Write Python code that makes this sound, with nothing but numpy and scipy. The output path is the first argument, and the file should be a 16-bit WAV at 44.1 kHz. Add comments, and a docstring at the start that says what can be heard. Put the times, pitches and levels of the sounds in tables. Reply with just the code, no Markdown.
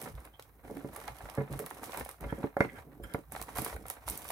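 """A stiff plastic mesh sheet in a thin film sleeve, turned and bent by hand behind a wooden crate.
The film snaps and crackles as creases flip; the sheet buckles with a pop, rustles and rubs the crate.
A finger or edge squeaks, fingers and sheet knock the crate, and the table under it carries a low
rumble to a nearby phone with two microphone ports, in a small room."""
import sys
import numpy as np
from scipy import signal
from scipy.fft import rfft, irfft, next_fast_len
from scipy.io import wavfile

SR = 44100
rng = np.random.default_rng(int(sys.argv[2]) if len(sys.argv) > 2 else 0)


def digitize_waveform(pressure):
    """Quantize a signal to 16-bit integers and store it at the path in sys.argv[1].

    Rows of a 2-D input are taken as channels; values are limited to [-1, 1].
    """
    field = np.atleast_2d(pressure).T
    bounded = np.clip(field, -1, 1)
    quanta = np.round(bounded * 32767).astype(np.int16)
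    wavfile.write(sys.argv[1], SR, quanta)


N = 190239
TIME = np.arange(N) / SR


def amp(db):
    """Decibels to gain."""
    return 10 ** (np.asarray(db) / 20)


def unit(x):
    """Normalise to rms 1."""
    return x / np.sqrt(np.mean(x ** 2) + 1e-20)


def curve(points, hz):
    """Read breakpoints on a log frequency axis."""
    f, values = np.transpose(points)
    return np.interp(np.log(hz + 1), np.log(f + 1), values)


def pan(left_minus_right_db):
    """Left and right gains."""
    return amp(np.multiply.outer([.5, -.5], left_minus_right_db))


def filtered(x, response):
    """Apply a complex frequency response."""
    size = next_fast_len(N + SR // 2)
    return irfft(rfft(x, size) * response(np.fft.rfftfreq(size, 1 / SR)), size)[..., :N]


def eq(spectrum):
    """Minimum-phase EQ, so nothing rings ahead of a transient."""
    def response(hz):
        cepstrum = irfft(np.log(amp(curve(spectrum, hz)) + 1e-5))
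        cepstrum[1:len(cepstrum) // 2] *= 2
        cepstrum[len(cepstrum) // 2 + 1:] = 0
        gain = np.exp(rfft(cepstrum))
        return gain / np.sqrt(np.mean(abs(gain) ** 2))
    return response


def bursts(triggers, t60):
    """Each trigger fires an envelope: instant attack, exponential decay."""
    return signal.lfilter([1], [1, -amp(-60 / (max(t60, 1e-4) * SR))], triggers)


def grains(per_s, spread_db, t60, bed):
    """Envelope of rms 1: random, uneven grains over a steady bed."""
    triggers = rng.random(N) < per_s / SR
    sizes = amp(spread_db * np.minimum(rng.exponential(size=N), 2.6))
    return unit(unit(bursts(triggers * sizes, t60)) + bed)


# Stereo image: f/Hz, left-right correlation
CORRELATION = [(60, 0.89), (300, 1), (700, 0.91), (2000, 0.31), (5000, 0.47), (12000, 0.7)]
def stereo_noise(envelope):
    """Shaped noise; the ports hear the lows alike and the highs less so."""
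    width = lambda hz: np.arccos(np.clip(curve(CORRELATION, hz), 0, 1)) / 2
    mid, side = rng.standard_normal((2, N))
    mid = filtered(envelope * mid, lambda hz: np.cos(width(hz)))
    side = filtered(envelope * side, lambda hz: np.sin(width(hz)))
    return mid + side * [[1], [-1]]


# Hand moves: t/s, hold/s, film level/dB, sheet level/dB, rub level/dB
HAND_MOVES = [(0, 0.086, -56.5, -50, -51.5), (0.147, 0.13, -69.5, -59, -59.5), (0.39, 0.099, -72, -65, -72),
              (0.648, .24, -65, -58.5, -50), (0.925, 0.19, -62, -50.5, -58), (1.15, 0.27, -65, -52, -59),
              (1.42, 0.22, -72, -55.5, -54), (1.519, 0.11, -58, -52.5, -45.5),
              (1.651, 0.13, -60.5, -54.5, -56.5), (1.825, 0.15, -54.5, -49, -53.5),
              (1.946, 0.06, -52, -43.5, -49.5), (2.05, 0.085, -61.5, -61, -65),
              (2.218, 0.24, -64.5, -53.5, -47), (2.599, 0.059, -61, -56.5, -41.5),
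              (2.697, 0.048, -67.5, -60, -53), (2.76, 0.031, -65, -54, -60),
              (2.847, .18, -86.5, -84, -56.5), (3.038, 0.16, -68.5, -58.5, -50),
              (3.33, 0.087, -57.5, -53, -53), (3.471, 0.092, -60, -52, -54.5),
              (3.562, 0.12, -46.5, -44.5, -49.5), (3.697, 0.039, -56, -49, -52),
              (3.794, 0.034, -67.5, -59.5, -54.5), (3.863, .06, -60, -54.5, -61),
              (3.93, 0.038, -64.5, -53.5, -62), (4.008, .05, -68, -64, -66),
              (4.077, 0.067, -47, -48, -53.5), (4.15, 0.27, -54, -51, -58)]
def hand_fader(layer, rest_db, attack_s=0.029, release_db_per_s=288):
    """One layer's gain: each move rises, holds and fades to the resting level."""
    start, hold, *levels = np.transpose(HAND_MOVES)[:, :, None]
    db = levels[("film", "sheet", "rub").index(layer)]
    rise = np.clip(1 + (TIME - start) / attack_s, 0, 1) ** 2
    moves = rise * amp(db - release_db_per_s * np.maximum(TIME - (start + hold), 0))
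    return np.maximum(moves.max(axis=0), amp(rest_db))


# Big snaps: t/s, top-band level/dB, lower-band offset/dB
FILM_SNAPS = [(0.0162, -34, -7), (0.0257, -36, -15), (.0883, -55, 7), (0.1522, -48.5, -3), (.204, -51, -6),
              (0.2513, -42.5, -3.5), (.397, -44, -1), (0.4241, -43.5, 0), (0.769, -47.5, -2),
              (0.933, -45, -16), (.9395, -48, -11), (0.963, -34.5, -9.5), (1.001, -45, -1),
              (1.0387, -45, -3), (1.0793, -41.5, 5.5), (1.1858, -48, 0), (1.2984, -41.5, 4),
              (1.3507, -43, -2), (1.5267, -41.5, -2.5), (1.592, -32, -8.5), (1.601, -36, -14),
              (1.6626, -33, -5.5), (1.7049, -39, -4.5), (1.832, -42, -16), (1.8416, -37, -3),
              (1.9205, -43.5, 8), (1.941, -37.5, -8), (1.9732, -30.5, -7), (1.9974, -33.5, -6),
              (2.0495, -37.5, -4), (2.0914, -34, -5.5), (2.1126, -40, -4.5), (2.2085, -43, -4),
              (2.569, -47, -2), (2.606, -47.5, 14.5), (3.1379, -35.5, -2), (3.3216, -31.5, -15),
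              (3.362, -43, 4), (3.415, -33, -2.5), (3.4249, -31.5, -2), (3.5614, -35, -21),
              (3.5707, -31, -7), (3.584, -29.5, -6), (3.5924, -35, -16), (3.619, -29.5, -9),
              (3.6473, -25.5, -8.5), (3.6552, -42, -6), (3.763, -44, -14), (3.866, -40.5, -10),
              (3.883, -34.5, -9), (3.9003, -24.5, -8), (3.909, -36, -6), (3.9382, -44, -5),
              (4.075, -38, -13), (4.0866, -26, -6.5), (4.0991, -22.5, -17), (4.1081, -31, -15),
              (4.176, -29, -22), (4.2185, -39, -6), (4.2443, -40, -20), (4.28, -40, -4),
              (4.2887, -32.5, -2.5), (4.304, -30.5, 0)]
# Bright film colour: f/Hz, level/dB
FILM_EQ = [(1290, -44), (2200, -2), (2550, -8), (2820, -6), (3040, -6.5), (4460, -9.5), (6060, -7),
           (7210, -10), (9890, -3), (15100, -9.5), (16200, -18)]
# Where the sleeved sheet is held: t/s, left minus right/dB
FILM_PAN = [(0, -5), (.5, -1.5), (1.27, -11.5), (1.54, -4.5), (2.198, -7), (3.9, -6), (4.05, -3.5),
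            (4.31, -4.5)]
def film_crackle():
    """Creases flip in the thin film: big snaps on cue over a random fizz of small ones."""
    at, db, offset_db = np.transpose(FILM_SNAPS)
    ticks = np.zeros((2, N))
    ticks[:, np.round(at * SR).astype(int)] = amp([db, db + offset_db])
    highpass = lambda hz: 1 / (1 + (7000 / (hz + 1)) ** 6)
    top = filtered(stereo_noise(bursts(ticks[0], t60=0.013)), highpass)
    lower = filtered(stereo_noise(bursts(ticks[1], t60=0.014)), lambda hz: 1 - highpass(hz))
    fizz = hand_fader("film", rest_db=-77.5) * grains(320, spread_db=6, t60=.014, bed=.95)
    position = np.interp(TIME, *np.transpose(FILM_PAN))
    return filtered(top + lower + stereo_noise(fizz), eq(FILM_EQ)) * pan(position)


# Buckling pops: t/s, level/dB
SHEET_POPS = [(0.017, -34.5), (.058, -44), (.248, -47), (0.273, -43), (0.394, -32.5), (0.769, -35),
              (1, -53), (1.079, -25), (1.297, -41), (1.344, -36), (1.59, -30.5), (1.665, -33),
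              (1.709, -26.5), (1.831, -30), (1.893, -34.5), (1.932, -26), (1.973, -28.5), (2.009, -26),
              (2.06, -32), (2.089, -30), (2.241, -27.5), (2.429, -35), (2.47, -35), (2.646, -23),
              (3.319, -32.5), (3.349, -29), (3.363, -27.5), (3.414, -28.5), (3.571, -32), (3.584, -22.5),
              (3.662, -23), (3.764, -32), (3.854, -33), (3.901, -28), (4.078, -26.5), (4.302, -25)]
# Duller sheet colour: f/Hz, level/dB
SHEET_EQ = [(210, -20.5), (350, -5), (413, -2.5), (512, 3), (556, -0.5), (734, 3.5), (969, 1), (2190, -7),
            (2560, -12), (3200, -21), (4160, -18), (7040, -120)]
def sheet_flex():
    """The stiff sheet pops as it buckles and rustles as it moves."""
    at, db = np.transpose(SHEET_POPS)
    triggers = np.zeros(N)
    triggers[np.round(at * SR).astype(int)] = amp(db)
    pops = bursts(triggers, t60=0.015) - bursts(triggers, t60=0.0057)  # rounded attack
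    rustle = hand_fader("sheet", rest_db=-67) * grains(170, spread_db=17, t60=0.031, bed=1)
    return filtered(stereo_noise(rustle + pops), eq(SHEET_EQ)) * pan([-2.3])


# Wooden body, for rubs and knocks: f/Hz, level/dB, t60/s
CRATE_MODES = [(100, -10, .15), (138, 2, .15), (195, -2, .13), (230, -2, .13), (280, -3, .12),
               (345, -5, .11), (430, 0, .12), (560, -1, .1), (700, -4, .08), (820, -3, .08), (980, -5, .07),
               (1130, -7, .06), (1400, -7, .05), (1700, -9, .045), (2090, -10, .045)]
def crate_rub():
    """The sheet drags on the crate; grainy friction drives its low modes."""
    def body(hz):
        wood = sum(amp(db) * 1j * hz * (2.2 / t60) / (f * f - hz * hz + 1j * hz * 9 / t60)
                   for f, db, t60 in CRATE_MODES)
        return wood / (1 + (hz / 600) ** 4) / (1 + (95 / (hz + 1)) ** 4)
    friction = stereo_noise(grains(100, spread_db=7.5, t60=0.086, bed=0.65))
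    return hand_fader("rub", rest_db=-69.5) * unit(filtered(friction, body)) * pan([-2.3])


# Noise floor colour: f/Hz, level/dB
FLOOR_EQ = [(35, -28), (60, -5), (294, -2), (437, -27), (607, -57), (968, -12), (1200, -20), (1380, -20),
            (3760, -44), (13300, 2), (16000, -1)]
def noise_floor():
    """A steady bed of room tone and microphone hiss."""
    return amp(-71.5) * unit(filtered(stereo_noise(np.ones(N)), eq(FLOOR_EQ))) * pan([-2.1])


# Table jolts: t/s, level/dB
TABLE_JOLTS = [(.15, -37.5), (.69, -47), (.9, -55), (1.1, -50.5), (1.249, -43.5), (1.55, -40),
               (2.019, -41.5), (2.26, -34), (2.34, -50), (2.66, -41.5), (2.79, -49), (3.049, -41),
               (3.3, -48), (3.42, -46), (3.589, -36), (3.75, -40.5), (3.86, -47.5), (4.02, -61),
               (4.09, -42), (4.25, -51)]
# Low end of the table: f/Hz, level/dB
RUMBLE_EQ = [(13, -38), (22, 1), (40, -30), (54, 10.5), (70, -4), (120, -10), (160, -17.5), (260, -120)]
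def table_rumble(steady_db=-57, jolt_half_s=0.034):
    """The table top carries a rumble that swells at each jolt."""
    at, db = np.transpose(TABLE_JOLTS)[:, :, None]
    jolts = amp(db) * np.exp(-((TIME - at) / jolt_half_s) ** 2)
    rumble = unit(filtered(stereo_noise(np.ones(N)), eq(RUMBLE_EQ)))
    return (amp(steady_db) + jolts.sum(axis=0)) * rumble * pan([-1.2])


# Squeak cues: t/s, half length/s, level/dB, centre f/Hz, roll-off/(dB per octave)
SQUEAKS = [(0.348, 0.011, -58, 3150, 35), (2.301, 0.012, -46.5, 1650, 12.5), (2.326, 0.016, -59, 1650, 20),
           (2.376, 0.078, -56.5, 2200, 31), (2.395, 0.049, -61, 1350, 21), (2.703, 0.026, -47, 2000, 30),
           (2.774, 0.021, -47.5, 1820, 19), (3.041, 0.01, -57.5, 2500, -2.5),
           (3.053, 0.0077, -48, 1600, 15), (3.115, 0.036, -54.5, 1620, 10)]
# Squeak resonances: f/Hz, width/Hz, level/dB
SQUEAK_MODES = [(1390, 80, -3.5), (1654, 220, -1.5), (2040, 380, -5), (3200, 220, -3.5), (5130, 150, -8.5),
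                (7440, 280, -11), (9370, 500, -4), (12400, 1700, -4.5)]
def squeaks():
    """A finger or edge slips unevenly, ringing a few resonances in brief swells."""
    at, half_s, db, centre_hz, rolloff = np.transpose(SQUEAKS)[:, :, None]
    swells = amp(db) * np.exp(-((TIME - at) / half_s) ** 2)
    slips = stereo_noise(grains(660, spread_db=3.5, t60=0.001, bed=0.29))
    out = 0
    for f, width, mode_db in SQUEAK_MODES:
        resonance = lambda hz: (1j * hz * width / (f * f - hz * hz + 1j * hz * width)) ** 2
        weight = amp(mode_db - rolloff * abs(np.log2(f / centre_hz)))
        out = out + unit(filtered(slips, resonance)) * (swells * weight).sum(axis=0)
    return out * pan([-5])


# Knock cues: t/s, level/dB, centre f/Hz, roll-off/(dB per octave), decay rate factor
CRATE_KNOCKS = [(0.698, -36, 434, 9.5, 0.96), (0.767, -32.5, 295, 32, 1), (0.845, -27.5, 288, 10, 1.1),
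                (1.076, -38.5, 785, 7, 1.6), (1.11, -52, 135, 27, 0.42), (1.24, -40.5, 135, 7, 0.85),
                (1.375, -26.5, 550, 20, 1.3), (1.3814, -18.5, 136, 5, 0.67), (1.411, -27.5, 427, 8, 1.8),
                (1.507, -32.5, 135, 20, 0.49), (1.598, -31, 418, 35, 1), (1.619, -37, 420, 20, 1.06),
                (2.238, -35.5, 384, 4.5, 0.6), (2.325, -20.5, 334, 7, 4.2), (2.44, -19, 307, 10.5, 1.53),
                (2.466, -41, 350, 15, 0.86), (2.5672, -17, 630, 8.5, 2.85), (2.6052, -10.5, 436, 1.5, 2.9),
                (2.61, -31.5, 432, 17, 2.6), (2.649, -29, 298, 15, 2.4), (2.999, -35.5, 338, 18, 1.2),
                (3.1448, -19.5, 258, 2.5, 2.28), (3.585, -30, 110, 5, 2), (3.749, -39, 420, 27, 3.3)]
def crate_knocks(attack_s=0.00048):
    """Each knock favours the modes near its centre pitch; a resting hand damps them."""
    out = np.zeros((2, N + SR))
    t = np.arange(SR // 3) / SR
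    hz, mode_db, t60 = np.transpose(CRATE_MODES)[:, :, None]
    for at, db, centre_hz, rolloff, damping in CRATE_KNOCKS:
        octaves = np.log2(hz / centre_hz)
        drive_db = mode_db - rolloff * abs(octaves) - 4 * np.maximum(-octaves, 0)
        drive_db += rng.normal(0, 2.3, hz.shape)
        phase = rng.normal(0, 1, (2, len(hz), 1)) * np.clip(hz / 1800, .05, .8)  # highs sound wider
        age = np.maximum(t - 0.00083 * rng.random(hz.shape), 0)  # the blow spreads through the slats
        envelope = amp(drive_db - 60 * age * damping / t60) * (1 - np.exp(-age / attack_s))
        ring = (envelope * np.sin(2 * np.pi * hz * age + phase)).sum(axis=1)
        out[:, round(at * SR):][:, :len(t)] += amp(db) * ring / abs(ring).max()
    soft_fingertip = lambda f: 1 / (1 + 1j * f / 2300 * 0.51 - (f / 2300) ** 2) ** 2  # low-pass
    return filtered(out[:, :N], soft_fingertip) * pan([-2.8])


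# Reverb time: f/Hz, t60/s
ROOM_DECAY = [(150, 0.07), (1000, 0.13), (4000, 0.16), (14000, 0.15)]
def room_reverb(x):
    """A short, small-room tail; each band dies at its own speed."""
    hz, t, noise = signal.stft(rng.standard_normal((2, SR // 2)), SR, nperseg=256)
    decay = amp(-60 * t / curve(ROOM_DECAY, hz)[:, None])
    tail = signal.istft(noise * decay, SR, nperseg=256)[1]
    predelayed = np.pad(x.mean(axis=0), (200, 0))[None]
    return signal.fftconvolve(predelayed, tail / np.linalg.norm(tail[0]), axes=1)[:, :N]


def scene():
    """The mix: close handling with reverb, over noise floor and rumble."""
    close = film_crackle() + sheet_flex() + crate_rub() + squeaks() + crate_knocks()
    wet = amp(-5.5) * room_reverb(close) * pan([-2.5])
    return close + wet + noise_floor() + table_rumble()


# Phase lead of the left port: f/Hz, phase/rad
PORT_PHASE = [(1400, 0), (2200, -2), (3600, -4.5), (5000, -2 * np.pi)]
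def record(dry):
    """The phone's ports differ in phase through the mids; sub-bass and extreme top are cut."""
    low_cut_hz, high_cut_hz = 42, 15900
    def response(hz):
        ports = np.exp(1j * curve(PORT_PHASE, hz) * [[1], [0]])
        low_cut = (1j * hz / (1j * hz + low_cut_hz)) ** 3
        return ports * low_cut / (1 + (hz / high_cut_hz) ** 160)
    return filtered(dry, response)


dry = scene()
out = record(dry)
digitize_waveform(out)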